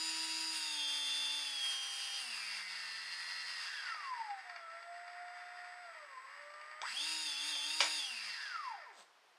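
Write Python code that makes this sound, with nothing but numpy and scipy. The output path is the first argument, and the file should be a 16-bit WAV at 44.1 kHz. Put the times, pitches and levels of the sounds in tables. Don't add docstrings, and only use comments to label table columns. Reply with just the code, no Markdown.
import sys
import numpy as np
from scipy import signal
from scipy.fft import rfft, irfft, next_fast_len
from scipy.io import wavfile
from scipy.ndimage import uniform_filter1d

SR = 44100
rng = np.random.default_rng(int(sys.argv[2]) if len(sys.argv) > 2 else 0)


def attenuation_scalar(level_db):
    decades = np.asarray(level_db, float) / 20
    return 10 ** decades


def wrap_up_sound(samples):
    columns = np.atleast_2d(samples).T
    tamed = np.clip(columns, -1, 1)
    steps = np.round(tamed * 32767).astype(np.int16)
    wavfile.write(sys.argv[1], SR, steps)


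N = 413767

# start_s, speed_change_hz_per_s, settling_s
PUSHES = [(0.0, 0.0, 1.0), (0.499, -81.6, 2.999), (0.811, -38.6, 0.079), (1.398, -103.9, 0.93),
          (1.607, -69.8, 0.112), (2.189, -305.4, 0.316), (2.471, -185.8, 0.18), (2.901, -14.8, 2.129),
          (3.18, 7.9, 1.348), (3.502, -79.3, 2.997), (3.69, -278.4, 0.467), (4.2, -87.4, 0.301),
          (4.686, 20.8, 0.223), (5.829, -52.1, 3.0), (6.175, 37.9, 0.32), (6.38, 7.8, 2.99),
          (6.819, 1673.2, 1.125), (6.93, 1470, 0.061), (7.144, -80.9, 0.693), (7.238, -328.1, 0.131),
          (7.354, 172.3, 0.944), (7.499, -347.0, 0.063), (7.623, 271.3, 0.13), (7.858, -125.5, 2.003),
          (7.971, -394.2, 1.536), (8.517, -253, 1.546), (8.845, -205, 1.5)]
START_HZ = 320.2
# mode_hz, width_hz, order_12_24_level_db, order_11_22_level_db
MAGNET_MODES = [(587, 15, -60.5, -82), (689, 54, -56, -94), (815, 20, -44.5, -70), (890, 33.6, -41, -61),
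                (1027, 71, -40, -74), (1223.0, 23.0, -43, -65), (1323, 24.5, -37.5, -58),
                (1700, 135, -48, -48.5), (2010, 430, -60, -52.5), (2720, 220, -52.5, -48.5),
                (3255, 68, -40.5, -46), (3530, 274, -44.5, -86), (4810, 430, -55, -44.5),
                (7020, 1046.0, -75, -44.5)]
# mode_hz, width_hz, order_12_24_level_db, order_11_22_level_db
END_BELL = [(215, 50, -66, -86), (414, 50, -65, -83), (4210, 240, -44, -76), (5860, 85, -73, -44)]
# shaft_multiple, mode_column, level_db, slope_db_per_octave of speed
MAGNET_ORDERS = [(12, 2, 0, 0), (11, 3, 0, 0), (24, 2, -13, -1), (22, 3, -26, 15)]
ORDER_TRIM_DB = 2.5, 0.97, 1.9, 2.7
# pitch_hz, width_hz, depth_db
NULLS = [(515, 30, -12), (685, 5, -12), (746, 14, -16), (3870, 90, -6)]
# shaft_hz, level_db
UNBALANCE = [(100, -125), (150, -99), (176, -83.5), (192, -77), (223, -80), (238, -70), (254, -79),
             (266, -94.5), (278, -75), (290, -72.5), (298, -64.5), (308, -69.5), (320, -59.5)]
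KNOCK_ORDERS = (2 / 3, 4 / 3, 2, 8 / 3, 3, 4, 5, 6, 7, 8, 9, 10, 12.63, 13, 14.6, 15.2, 15.76, 16.7, 17.7,
                 20)
KNOCK_DB = (-82.5, -67.5, -63.5, -76, -58.5, -63.5, -65, -73.5, -74, -68, -54, -65, -59, -56.5, -63, -59.5,
             -58.5, -67.5, -59.5, -67)
# pitch_hz, level_db
KNOCK_PATH = [(150, -9.5), (200, -15), (400, -16), (590, -5.5), (640, -17), (740, -1), (790, 0), (1000, -3),
              (4200, -8), (4900, 9.5), (5300, -2), (5800, -4)]
# pitch_hz, width_hz, level_db
BENCH = [(906, 165, -1), (1346, 240, 3), (1788, 245, 7.5), (2067, 212, 8), (2356, 366, -1)]
# pitch_hz, width_hz, level_db
CAN = [(2733, 114, 2.5), (2870, 65, -2.5), (3280, 980, -8.5), (4126, 155, 0.5), (4390, 680, -3),
       (4785, 182, 6), (4958, 229, 3), (5458, 214, -6.5), (5310, 244, -8)]
# pitch_hz, width_hz, level_db
AIR = [(6600, 420, -5.5), (7710, 280, -4), (8290, 700, -4.5), (9100, 490, 2.5), (9670, 630, -2.5),
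       (11020, 910, -13), (11830, 590, -16.5), (15000, 690, -18.5)]
# shaft_hz, bench_db, can_db, air_db
RATTLE_LAW = [(10, -90, -92, -87), (30, -59, -75, -88), (56.8, -54, -65.5, -84.5), (76.7, -52, -59, -77.5),
              (118, -49, -52, -71.5), (163, -51.5, -47.5, -64.5), (259, -54.5, -48.5, -53.5),
              (274, -56, -47.5, -54.5), (315.4, -55, -45, -50)]
FLAW_SHARE = 1.3, 1.5, .3
STRAIN_DB = 1, 1.5, 0
# bench_db, can_db, air_db
COAST_DB = (-1.5, -1, -3.5)
COAST_S = 8.1
# start_s, peak_db
SLAPS = [(3.9438, -25), (4.0022, -29.5), (4.1358, -31), (4.304, -28), (4.4958, -25.5), (4.5604, -25),
         (4.6741, -52), (4.7463, -51), (4.8257, -30.5), (4.942, -40), (5.078, -31), (5.2806, -33),
         (5.3475, -47), (5.3814, -44), (5.5728, -59), (5.6448, -37), (5.837, -53), (5.936, -40),
         (6.129, -40), (6.2545, -44), (6.2914, -48), (6.3147, -53), (6.5023, -35.5), (6.5377, -32.5),
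         (6.6123, -30), (6.712, -32)]
# start_s, peak_db, colour_hz, tail_t60_s
CLICKS = [
    (6.8168, -28, 3550, 0.026),
    (7.553, -31, 3000, 0.16),
    (7.805, -11, 2770, 0.14),
    (7.8102, -23, 3500, 0.063),
    (7.819, -30, 2500, 0.11),
    (7.825, -23, 2430, 0.35),
]
# pitch_hz, level_db, t60_s
TRIGGER = [(935, -3, 0.048), (1310, -7, 0.015), (1690, 3, 0.015), (2350, 9.5, 0.018), (2870, -7, .05),
           (3500, 11.5, 0.0047), (4000, 0, 0.01), (4800, 4, 0.0085), (5560, -0.5, 0.047), (7200, -24, .015)]
# time_s, level_db
CREAK = [
    (8.9, -77),
    (8.94, -63),
    (8.98, -59),
    (9.005, -54.5),
    (9.03, -60.5),
    (9.05, -105),
]
# pitch_hz, width_hz, level_db
SPRING = [(490, 580, 6), (4100, 660, -1.5), (4940, 330, -1.5), (6900, 970, -8), (8100, 400, -3),
          (8400, 230, -7)]
# pitch_hz, level_db per Hz
ROOM = [(15, -70), (25, -41), (183, -17), (233, -16), (349, -6.5), (389, -2.5), (445, -2.5), (537, -3),
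        (722, 2.5), (1240, 2.5), (5580, -9), (6050, -14), (15500, -30.5)]
# pitch_hz, side_over_mid_db
WIDTH = [(60, -4), (95, -5), (150, -3), (240, -49), (380, -1.5), (600, -16.5), (950, -19.5), (1500, -26.5),
         (2380, -16), (3770, -25.5), (5980, -27.5), (9470, -17.5), (15000, -12)]


def rms_one(x):
    return x / np.sqrt(np.mean(x ** 2) + 1e-20)


def at_hz(points, hz):
    point_hz, point_db = np.array(points)[:, 0], np.array(points)[:, 1]
    return np.interp(np.log(np.maximum(hz, 1)), np.log(point_hz), point_db)


def drift(rate_hz):
    slow = rng.standard_normal(N // 40 + 2002)
    r = np.exp(-80 * np.pi * rate_hz / SR)
    slow = signal.lfilter([1], [1, -2 * r, r * r], slow)[2000:]
    return np.interp(np.arange(N) / 40, np.arange(len(slow)), rms_one(slow))


def filtered(x, order, hz, kind="low"):
    return signal.sosfilt(signal.butter(order, hz, kind, fs=SR, output="sos"), x)


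def body(force, peaks):
    out = 0
    for k, (hz, width_hz, db) in enumerate(peaks):
        r = np.exp(-np.pi * width_hz / SR)
        numerator = (1 - r * r) / 2 * np.array([1, 0, -1])
        denominator = [1, -2 * r * np.cos(2 * np.pi * hz / SR), r * r]
        out = out + (-1) ** k * attenuation_scalar(db) * signal.lfilter(numerator, denominator, force + 1e-18)
    return out


def echoes(t60_s):
    t = np.arange(SR // 4) / SR
    tail = rng.standard_normal(len(t)) * attenuation_scalar(-60 * t / t60_s)
    return tail / np.sqrt(np.sum(tail ** 2))


def reflected(x, t60_s):
    return signal.oaconvolve(x, echoes(t60_s))[:N]


def rotor():
    t, hz, start_hz = np.arange(N) / SR, np.zeros(N), START_HZ
    ends = [row[0] for row in PUSHES[1:]] + [N / SR]
    for (s, push, settle_s), end in zip(PUSHES, ends):
        now = (t >= s) & (t < end)
        hz[now] = start_hz + push * settle_s * (1 - np.exp((s - t[now]) / settle_s))
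        start_hz += push * settle_s * (1 - np.exp((s - end) / settle_s))
    hz = np.maximum(hz + START_HZ * (hz == 0), 5)
    return uniform_filter1d(hz, size=SR // 50)


def mode_sum(modes, column, pitch_hz):
    return sum((-1) ** k * attenuation_scalar(row[column]) / (1 + 2j * (pitch_hz - row[0]) / row[1])
               for k, row in enumerate(modes))


def pull_db(shaft_hz):
    grid_hz, out = np.geomspace(5, 400, 3000), []
    for (order, column, db, slope), trim_db in zip(MAGNET_ORDERS, ORDER_TRIM_DB):
        pitch_hz = order * grid_hz
        can, bell = [mode_sum(modes, column, pitch_hz) for modes in (MAGNET_MODES, END_BELL)]
        level = 10 * np.log10(abs(can) ** 2 + abs(bell) ** 2)
        level += db + trim_db + slope * np.log2(grid_hz / 150)
        level += 9 * np.minimum(np.log2(pitch_hz / 560), 0)
        if column == 2:
            for hz, width_hz, depth_db in NULLS:
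                level += depth_db * np.exp(-((pitch_hz - hz) / width_hz) ** 2)
        out.append(np.interp(shaft_hz, grid_hz, level))
    out[1] += 10 * np.minimum(np.log2(shaft_hz / 100), 0)
    coasting = np.arange(N) / SR > COAST_S
    out[2] += coasting * 4.5 * np.log2(shaft_hz / 110)
    return out


def whine(shaft_hz, angle):
    magnets, levels = 0, pull_db(shaft_hz)
    for order, db in zip((12, 11, 24, 22), levels):
        waver_db = 1.5 + 1.74 * (order == 24)
        level = attenuation_scalar(db + 0.96 * drift(24) + waver_db * drift(2.86))
        magnets = magnets + level * np.sin(order * angle + 0.035 * drift(30))
    slow = np.clip((230 - shaft_hz) / 20, 0, 1) * np.clip(shaft_hz / 30 - 2.3, 0, 1)
    magnets += slow * attenuation_scalar(levels[1] - 3 + 2.5 * drift(5)) * np.sin(10.07 * angle + 0.6 * drift(8))
    magnets += (abs(shaft_hz - 55) < 12) * attenuation_scalar(-76 + 3 * drift(4)) * np.sin(60 * angle)
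    magnets *= np.clip(shaft_hz / 6 - 1.5, 0, 1)
    glide = np.clip(abs(np.gradient(np.log(shaft_hz))) * SR * 2, 0, 1)
    late = reflected(0.4 * glide * magnets, 0.35)
    return np.sqrt(2) * ((1 - 0.2 * glide) * magnets + late)


def unbalance(shaft_hz, angle):
    return np.sqrt(2) * attenuation_scalar(at_hz(UNBALANCE, shaft_hz)) * np.sin(angle)


def knock(shaft_hz, angle):
    out = 0
    slip = 0.25 * drift(3)
    fade = (shaft_hz / 300) ** 3.45
    change = np.minimum(abs(np.gradient(shaft_hz)) * SR / 150, 1)
    for order, db in zip(KNOCK_ORDERS, KNOCK_DB):
        level = attenuation_scalar(db + at_hz(KNOCK_PATH, order * shaft_hz) + 1.7 * drift(1.77) - 1.5 * change)
        turned = angle + (order % 1 > 0) * slip
        out += fade * level * np.sin(order * turned + rng.uniform(0, 5.4))
    return np.sqrt(2) * out


def shaking_db(shaft_hz):
    hz, *laws = np.transpose(RATTLE_LAW)
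    change = np.minimum(abs(np.gradient(shaft_hz)) * SR / 300, 1)
    change = uniform_filter1d(change, size=SR // 10)
    off = np.clip((np.arange(N) / SR - COAST_S) / 0.21, 0, 1)
    return [np.interp(np.log(shaft_hz), np.log(hz), law) + strain * change + coast * off
            for law, strain, coast in zip(laws, STRAIN_DB, COAST_DB)]


def rattle(shaft_hz, angle):
    out, clumps = 0, drift(8.2)
    passes = np.floor(0.526 * angle / (2 * np.pi) + 0.035 * drift(3) + 0.004 * drift(40))
    flaw = np.diff(passes, prepend=0) / np.sqrt(shaft_hz) * attenuation_scalar(0.6 * drift(32))
    flaw = rms_one(flaw) * np.minimum(shaft_hz / 300, 1.1)
    density = np.clip((500 + 22 * shaft_hz) / SR, 1e-4, 1)
    parts = zip((BENCH, CAN, AIR), shaking_db(shaft_hz), (3.2, 3.0, 2.2), FLAW_SHARE, (3000, 7000, 16000))
    for peaks, db, grit_db, share, top_hz in parts:
        sizes = attenuation_scalar(grit_db * np.minimum(rng.exponential(1, N), 5)) * rng.choice([-1, 1], N)
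        hits = sizes * (rng.random(N) < density) / np.sqrt(density)
        rub = 1.18 * rng.standard_normal(N)
        force = (rms_one(hits) + rub) * (1 + 0.17 * np.cos(angle)) + share * flaw
        ring = filtered(body(force, peaks), 2, top_hz)
        patchy_db = 1.1 * clumps + 0.7 * drift(9)
        out = out + attenuation_scalar(db + 1.5 + patchy_db) * rms_one(ring)
    return out


def ball_slaps():
    slaps = np.zeros(N)
    for s, db in SLAPS:
        slaps[round(s * SR)] = attenuation_scalar(db)
    slaps = filtered(reflected(slaps, 0.03), 2, 3500)
    return attenuation_scalar(17) * body(slaps, BENCH) + attenuation_scalar(14.5) * body(slaps, CAN)


def controller(shaft_hz, angle):
    t = np.arange(N) / SR
    carrier = 2 * np.pi * 7988 * t
    sides = attenuation_scalar(-10) * np.sin(carrier - 4 * angle) + attenuation_scalar(-20) * np.sin(carrier - 12 * angle)
    push = np.clip(np.gradient(shaft_hz) * SR / 1400, -0.1, 1)
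    loaded = np.exp(-(np.log(shaft_hz / 170) / 0.29) ** 2)
    idle_db, load_db, surge_db, off_db_per_s = -75.5, 4.5, 14, 150
    db = idle_db + load_db * loaded + surge_db * push + drift(3.2)
    db -= off_db_per_s * np.maximum(t - COAST_S + 0.12, 0)
    return np.sqrt(2) * attenuation_scalar(db) * (np.sin(carrier) + sides)


def trigger_clicks():
    out, t = np.zeros(N), np.arange(SR // 4) / SR
    for s, db, colour_hz, t60_s in CLICKS:
        ring = 0
        for hz, mode_db, decay_s in TRIGGER:
            tilt_db = -7 * abs(np.log(hz / colour_hz))
            envelope = attenuation_scalar(mode_db + tilt_db + rng.normal(0, 1.9) - 60 * t / min(decay_s, t60_s))
            ring = ring + envelope * np.sin(2 * np.pi * hz * t) * rng.choice([-1, 1])
        crackle = rng.standard_normal(len(t)) * attenuation_scalar(-60 * t / t60_s)
        crackle = filtered(crackle, 2, [0.16 * colour_hz, 1.77 * colour_hz], "band")
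        start = round(s * SR)
        out[start:start + len(t)] += attenuation_scalar(db) * (0.27 * ring + 0.41 * crackle)
    return filtered(out, 6, 8200)


def spring_creak():
    slips = rng.standard_normal(N) * (rng.random(N) < 0.05)
    s, db = np.transpose(CREAK)
    return attenuation_scalar(np.interp(np.arange(N) / SR, s, db)) * rms_one(body(slips, SPRING))


def coloured(x, points):
    size = next_fast_len(N)
    hz = np.arange(size // 2 + 1) * SR / size
    return irfft(rfft(x, size) * attenuation_scalar(at_hz(points, hz)), size)[:N]


def room_tone():
    return attenuation_scalar(-67.5) * rms_one(coloured(rng.standard_normal(N), ROOM))


def scattered(x):
    size = next_fast_len(N + SR)
    phases = rfft(echoes(0.017), size)
    return irfft(rfft(x, size) * phases / abs(phases), size)[:N]


def scene():
    shaft_hz = rotor()
    angle = 2 * np.pi * np.cumsum(shaft_hz) / SR
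    struck = rattle(shaft_hz, angle) + ball_slaps() + trigger_clicks() + spring_creak()
    struck = 0.77 * struck + 0.47 * reflected(struck, 0.27)
    struck = filtered(struck, 3, 620, "high")
    tones = whine(shaft_hz, angle) + unbalance(shaft_hz, angle) + knock(shaft_hz, angle)
    mid = struck + tones + controller(shaft_hz, angle) + room_tone()
    side = coloured(scattered(mid), WIDTH)
    return np.array([mid + side, mid - side])


def low_pass(x):
    return signal.sosfilt(signal.butter(12, 16130, fs=SR, output="sos"), x)


def record(dry):
    mix = signal.sosfilt(signal.cheby2(10, 60, 16450, fs=SR, output="sos"), dry)
    return low_pass(mix)


dry = scene()
out = record(dry)
wrap_up_sound(out)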